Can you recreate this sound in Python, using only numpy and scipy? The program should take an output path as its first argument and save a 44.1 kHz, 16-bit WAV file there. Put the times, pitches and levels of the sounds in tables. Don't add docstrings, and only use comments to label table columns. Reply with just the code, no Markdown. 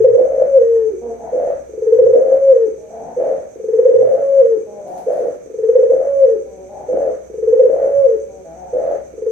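import sys
import numpy as np
from scipy import signal
from scipy.fft import rfft, irfft
from scipy.io import wavfile
from scipy.ndimage import uniform_filter1d, minimum_filter1d

SR = 44100
rng = np.random.default_rng(int(sys.argv[2]) if len(sys.argv) > 2 else 0)


def output_pcm(signal):
    pcm = np.clip(np.atleast_2d(signal).T, -1, 1) * 32767
    wavfile.write(sys.argv[1], SR, np.round(pcm).astype(np.int16))


N = 410571
TIME = np.arange(N) / SR
STEP_S = .002


def amp(db):
    return 10 ** (np.asarray(db) / 20)


def unit(x):
    return x / np.sqrt(np.mean(x ** 2) + 1e-20)


def noise(points):
    hz, db = np.transpose(points)
    shape = np.interp(np.log(np.fft.rfftfreq(N, 1 / SR) + 1), np.log(hz), db)
    return unit(irfft(rfft(rng.standard_normal(N)) * amp(shape), N))


def band(size, hz, width_hz):
    shape = np.exp(-.5 * ((np.fft.rfftfreq(size, 1 / SR) - hz) / width_hz) ** 2)
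    return unit(irfft(rfft(rng.standard_normal(size)) * shape, size))


def add(mix, start_s, sound):
    start = round(start_s * SR)
    sound = sound[max(-start, 0):]
    part = mix[max(start, 0):][:len(sound)]
    part += sound[:len(part)]


def curves(times, *contours):
    t = np.arange(times[0], times[-1], 1 / SR)
    return [t] + [np.interp(t, times, contour) for contour in contours]


def ramp(t, start, seconds):
    return np.clip((t - start) / seconds, 0, 1)


def fade(t, seconds):
    return np.sin(np.pi / 2 * ramp(np.minimum(t - t[0], t[-1] - t), 0, seconds)) ** 2


# frequency_ratio, level_db
VOICE_OVERTONES = [(1.5, -53), (2, -48), (4, -55)]
def syrinx(hz, pipe_hz=905):
    phase = 2 * np.pi * np.cumsum(hz) / SR
    tone = np.sin(phase)
    for ratio, db in VOICE_OVERTONES:
        resonance_db = 9 * np.cos(np.pi * ratio * hz / pipe_hz) ** 24
        tone += amp(db + resonance_db) * np.sin(ratio * phase)
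    return np.sqrt(2) * tone


# crest_s, end_s, crest_relative_db, crest_pitch_hz, swell_per_pulse_db, late_gap_s
TRILL_PHRASES = [ (.054, .165, -7.5, 523.6, -0.5, .051), (1.998, 2.16, -7, 508, 4.5, .071),
                 (3.862, 4.03, -8, 514, 4, .05), (5.763, 5.92, -8.5, 514, 4.5, .072),
                 (7.604, 7.69, -7.5, 521, 4, .059), (9.442, 9.46, -4, 542, 5, .06)]
def trill(crest_s, end_s, crest_db, crest_hz, swell_db, late_gap_s):
    quick_gap_s, crest_gap_s, low_hz, late_hz, sag_hz = .039, .067, 440, 501.2, 85
    before_crest = np.arange(7)
    gaps = quick_gap_s + (crest_gap_s - quick_gap_s) * .6 ** before_crest
    rising = np.c_[crest_s + gaps - np.cumsum(gaps),
                   crest_db - swell_db * before_crest,
                   low_hz + (crest_hz - low_hz) * .55 ** before_crest]
    late = [(s, crest_db - 4, late_hz) for s in np.arange(crest_s + late_gap_s, end_s, late_gap_s)]
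    pulse_s, db, hz = np.transpose([*rising[::-1], *late])
    t = np.arange(pulse_s[0] - .04, pulse_s[-1] + .02, 1 / SR)
    since = t - pulse_s[:, None]
    width_s = .0098 * amp(.46 * np.minimum(db[:, None] + 10, 0))
    pulses = amp(db) @ np.exp(-abs(since / width_s) ** 2.5)
    shoulders = amp(db - 11 + .5 * (db + 18.5)) @ np.exp(-((since - .023) / .009) ** 2)
    arch = np.exp(-(since / .019) ** 2).max(0)
    strength = amp(.3 * (np.interp(t, pulse_s, db) + 10.5))
    pitch = np.interp(t, pulse_s, hz) - sag_hz * (1 - arch) * strength
    pitch = (pitch + np.maximum(pitch, low_hz)) / 2
    pitch += 7 * band(len(t), 0, 130)
    return t[0], amp(5.5) * (pulses + shoulders) * syrinx(pitch) * fade(t, .005)


# delay_ms, gain
LEFT_ARRIVALS = [(0, 1.01), (1.45, .28), (3.9, .32), (10.85, .26), (13.3, .7), (17.75, .21), (24.4, .4),
                 (31.7, .34), (37.8, .36), (47.7, .28), (58.75, .29), (76.6, .22), (92.4, .27)]
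RIGHT_ARRIVALS = [(0, 1.05), (.45, .16), (6.05, .45), (12.8, .21), (19.8, .25), (31.8, .23), (33.3, .17),
                  (37.6, .36), (43.15, .26), (51.5, .22), (58.95, .31)]
def room(x, tail_db=-11, t60_s=.72, build_s=.1):
    t, channels = np.arange(SR // 2) / SR, []
    for arrivals in LEFT_ARRIVALS, RIGHT_ARRIVALS:
        response = rng.standard_normal(len(t)) * amp(-60 * t / t60_s) * ramp(t, 0, build_s) ** 2
        response *= amp(tail_db) / np.linalg.norm(response)
        for delay_ms, gain in arrivals:
            response[round(delay_ms * SR / 1000)] += gain
        channels.append(signal.fftconvolve(x, response)[:N])
    return np.array(channels)


# frequency_hz, relative_density_db
BREATH_SPECTRUM = [(100, 2), (700, 7), (1050, -3), (1300, 0), (1850, -4.5), (2800, -21), (9000, -38)]
def breath(voice, edge_hz=635, lag_s=.025):
    mono = voice.mean(0)
    highpass = signal.firwin(2047, edge_hz, pass_zero=False, fs=SR)
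    edge = signal.fftconvolve(mono, highpass, "same") + .035 * mono
    effort = abs(uniform_filter1d(edge ** 2, size=3500)) ** .3
    effort = np.interp(TIME - lag_s, TIME, effort)
    return amp(-21.5) * effort * np.array([amp(-9) * noise(BREATH_SPECTRUM), noise(BREATH_SPECTRUM)])


# frequency_hz, relative_density_db
AMBIENT_SPECTRUM = [(30, -23.5), (70, -7.5), (250, -2), (800, -18), (2000, -24.5), (2300, -14),
                    (2700, -27.5), (8600, -32), (9300, -34.5), (14000, -34.5)]
def ambience(bass_hz=400):
    separate = np.array([amp(-1.5) * noise(AMBIENT_SPECTRUM), noise(AMBIENT_SPECTRUM)])
    bass = signal.sosfilt(signal.butter(2, bass_hz, fs=SR, output="sos"), noise(AMBIENT_SPECTRUM))
    return amp(-52) * (separate + bass)


# time_s, relative_db
HUM_CONTOUR = [(1.7, -51), (2.7, -59), (5.3, -65.5), (5.9, -55), (7.6, -51), (9.3, -52.5)]
def hum(pitch_hz=65.8):
    level = amp(np.interp(TIME, *np.transpose(HUM_CONTOUR)))
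    waver = 1 + .22 * band(N, 0, 8)
    return level * waver * np.sqrt(2) * np.sin(2 * np.pi * pitch_hz * TIME)


# start_s, length_s, relative_db
CAGE_DRONES = [(-.05, 0.23, -35), (1.94, 0.22, -39), (3.931, .22, -39.5), (7.941, .1, -40)]
def cage_drone(pitch_hz=119):
    mix = np.zeros(N)
    for start_s, length_s, db in CAGE_DRONES:
        t = np.arange(0, length_s, 1 / SR)
        tone = np.sin(2 * np.pi * pitch_hz * t) + .2 * band(len(t), pitch_hz, 30)
        add(mix, start_s, amp(db) * fade(t, .04) * tone)
    return mix


# centre_hz, width_hz, relative_db
HISS_BANDS = [(6254, 380, -57), (7880, 520, -66.5)]
def hiss(throb_hz=8.3, depth=.24):
    sides = [sum(amp(db) * band(N, hz, width) for hz, width, db in HISS_BANDS) for _ in range(2)]
    return np.array(sides) * (1 + depth * np.sin(2 * np.pi * throb_hz * TIME))


def rough_voice(t, db, hz, rough, rattle_hz, jitter, swing_hz):
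    flap_phase = 2 * np.pi * np.cumsum(rattle_hz * (1 + jitter * band(len(t), 0, 50))) / SR
    chop = np.exp(rough * (.81 * np.cos(flap_phase) + .33 * band(len(t), 0, 78)))
    chop /= np.sqrt(uniform_filter1d(chop ** 2, size=1500))
    pitch = hz + rough * swing_hz * (np.sin(flap_phase + .25) + .98 * band(len(t), 0, 190))
    return amp(db) * chop * syrinx(pitch) * fade(t, .009)


# start_s, second_push_s, pure_s, break_s, end_s, first_push_db,
# second_push_db, rough_db, pure_db, crest_db, tail_db, top_hz, tail_hz, climb_roughness
LONG_COO_PHRASES = [ (0.171, 0.417, 0.452, .585, .958, 13.5, 8.5, -23, -26, -5.5, -14, 551.4, 469, 0.81),
                    (2.145, 2.333, 2.38, 2.534, 2.69, 11.5, 6.5, -21, -20.5, -7, -16.5, 547, 467, 0.66),
                    (4.015, 4.108, 4.215, 4.42, 4.58, 6.5, 5, -21.5, -17, -9, -16, 551.4, 469, 0.74),
                    (5.915, 6.012, 6.06, 6.255, 6.368, 7, 1.5, -23.5, -19.5, -8, -18.5, 554.7, 463, 0.97),
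                    (7.685, 7.846, 7.905, 8.066, 8.165, 6, 5.5, -22.5, -17, -9, -18.5, 558.4, 464.8, 0.88)]
def long_coo(start_s, second_s, pure_s, break_s, end_s, first_db, second_db,
             rough_db, pure_db, crest_db, tail_db, top_hz, tail_hz, rough):
    climb_from_hz, droop_hz, clearing_s, breaking_s, pure_rough = 528, 28.74, .024, .02, .079
    sag_hz_per_s, decay_db_per_s, dip_hz_per_db = 55, 26, 2.5
    t = np.arange(start_s, end_s, STEP_S)
    since_break = t - break_s
    push_db = first_db * np.exp(-((t - start_s) / .05) ** 2)
    push_db += second_db * np.exp(-((t - second_s) / .035) ** 2)
    climb = [rough_db + push_db,
             top_hz + (climb_from_hz - top_hz) * np.exp((start_s - t) / .13) - dip_hz_per_db * push_db,
             .55 + (rough - .55) * ramp(t, start_s, .013)]
    pure = [pure_db + (crest_db - pure_db) * ramp(t, pure_s, break_s - pure_s) ** 1.1,
            top_hz - droop_hz * np.exp(np.minimum(since_break, 0) / .032),
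            np.full(len(t), pure_rough)]
    spent = np.exp((t - end_s) / (.18 * (end_s - break_s)))
    tail = [tail_db - decay_db_per_s * since_break - 2.5 * spent,
            tail_hz - sag_hz_per_s * since_break - 81 * spent,
            pure_rough + .57 * spent ** 2]
    cleared = ramp(t, pure_s - clearing_s / 2, clearing_s)
    broken = ramp(t, break_s - breaking_s / 2, breaking_s)
    contours = (1 - cleared) * climb + (cleared - broken) * pure + broken * tail
    voice = rough_voice(*curves(t, *contours), rattle_hz=61.42, jitter=.3, swing_hz=32.3)
    return start_s, amp(1.5) * voice


# start_s, end_s, relative_db, start_pitch_hz, end_pitch_hz, throat_hz, roughness
WHEEZE_PUFFS = [ (1.01, 1.155, -23, 236.3, 231.3, 472, 0.26), (1.188, 1.313, -28.5, 237.7, 231.7, 715, .65),
                (2.769, 2.934, -40, 207.6, 211, 620, 0.26), (2.891, 3.152, -29, 214.7, 242.8, 630, 0.59),
                (4.659, 4.925, -31, 207.8, 198.3, 537, 0.22), (4.847, 5.043, -28.5, 179.8, 182.3, 667, .45),
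                (6.448, 6.703, -34.5, 196.7, 184.4, 534, 0.22),
                (6.685, 6.875, -30, 199.4, 185.6, 664, 0.47), (8.281, 8.43, -34, 195.5, 184.3, 530, 0.19),
                (8.438, 8.559, -35, 163.5, 165, 630, 0.15), (8.549, 8.75, -33, 185, 178, 704, 0.3)]
def wheeze(start_s, end_s, peak_db, start_hz, end_hz, throat_hz, mid_rough):
    arch_db, throat_rise_hz, throat_width_hz, crop_hz, crop_width_hz = 6.5, 25, 90, 520, 240
    t, = curves(np.arange(start_s, end_s, STEP_S))
    progress = ramp(t, start_s, end_s - start_s)
    db = peak_db - arch_db * (2 * progress - 1) ** 2
    hz = start_hz + (end_hz - start_hz) * progress
    formant_hz = throat_hz + throat_rise_hz * (progress - .5)
    rough = np.clip(mid_rough * (1 + .57 * (progress - .5)), 0, 1)
    phase = 2 * np.pi * np.cumsum(hz * (1 + .07 * rough * band(len(t), 0, 95))) / SR
    orders = np.arange(1, 6)[:, None]
    throat = np.exp(-.5 * ((orders * hz - formant_hz) / throat_width_hz) ** 2)
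    crop = np.exp(-.5 * ((orders * hz - crop_hz) / crop_width_hz) ** 2)
    weights = throat + amp(-7) * crop
    weights /= np.sqrt((weights ** 2).sum(0))
    buzz = np.zeros(len(t))
    for k, weight in zip(orders, weights):
        frayed = band(len(t), 0, 83) * np.sin(k * phase) + band(len(t), 0, 130) * np.cos(k * phase)
        buzz += weight * (np.sqrt(2 - 2 * rough) * np.sin(k * phase) + rough * frayed)
    return start_s, amp(db - 2) * buzz * fade(t, .016)


# start_s, length_s, relative_db, accent_db, top_pitch_hz, closing_pitch_hz
SHORT_COO_PHRASES = [ (1.318, 0.24, -23.5, 3.5, 579.4, 532.7), (3.162, 0.24, -23, 3.5, 576.4, 535.7),
                     (5.06, .27, -23.5, 3.5, 576.6, 492.9), (6.879, 0.26, -22.5, 0.5, 553.8, 525),
                     (8.724, 0.25, -23.5, 3, 580.3, 544.8)]
def short_coo(start_s, length_s, body_db, accent_db, top_hz, closing_hz):
    opening_hz, attack_s, peak_s, settle_s, roughen_s, release_s = 484.7, .013, .085, .1, .06, .06
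    t = np.arange(0, length_s, STEP_S)
    db = body_db + accent_db * np.exp(-(np.maximum(t - attack_s, 0) / .035) ** 2)
    db -= 7 * (1 - ramp(t, 0, attack_s)) + 9 * ramp(t, length_s - release_s, release_s)
    hz = opening_hz + (top_hz - opening_hz) * ramp(t, 0, peak_s)
    hz += (closing_hz - top_hz) * ramp(t, peak_s, settle_s)
    rough = .35 + .55 * ramp(t, 0, roughen_s)
    voice = rough_voice(*curves(t, db, hz, rough), rattle_hz=81.42, jitter=.18, swing_hz=46.5)
    return start_s, amp(3) * voice


# start_s, level_db, decay_s
FEATHER_BRUSHES = [(4.87, -58.5, 0.38), (4.975, -53, .04), (5.12, -57.5, 0.1)]
def feathers():
    envelope = np.zeros(N)
    t = np.arange(SR // 2) / SR
    for start_s, db, decay_s in FEATHER_BRUSHES:
        add(envelope, start_s, amp(db) * np.exp(-t / decay_s) * fade(t, .004))
    return envelope * np.array([band(N, 7500, 5000), band(N, 7500, 5000)])


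def scene():
    coos, wheezes = np.zeros((2, N))
    for row in TRILL_PHRASES:
        add(coos, *trill(*row))
    for row in LONG_COO_PHRASES:
        add(coos, *long_coo(*row))
    for row in SHORT_COO_PHRASES:
        add(coos, *short_coo(*row))
    for row in WHEEZE_PUFFS:
        add(wheezes, *wheeze(*row))
    coos, wheezes = room(coos * fade(TIME, .008)), room(wheezes)
    dove = coos + wheezes + breath(coos + .4 * wheezes)
    lean_right = amp([[-2], [2]])
    background = ambience() + lean_right * (hum() + cage_drone() + hiss())
    return dove + background + feathers()


def record(dry, ceiling=.99, clip_level=.975, recover_db_per_s=70, cutoff_hz=15450):
    excess_db = np.maximum(20 * np.log10(abs(dry).max(0) / ceiling + 1e-9), 0)
    recovery_db = TIME * recover_db_per_s
    held_db = np.maximum.accumulate(excess_db + recovery_db) - recovery_db
    reduction_db = uniform_filter1d(-minimum_filter1d(-held_db, size=100), size=200)
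    limited = np.clip(dry * amp(-reduction_db), -clip_level, clip_level)
    lowpass = signal.firwin(511, cutoff_hz, window=("kaiser", 9), fs=SR)
    return signal.oaconvolve(limited, lowpass[None], "same")


dry = scene()
out = record(dry)
output_pcm(out)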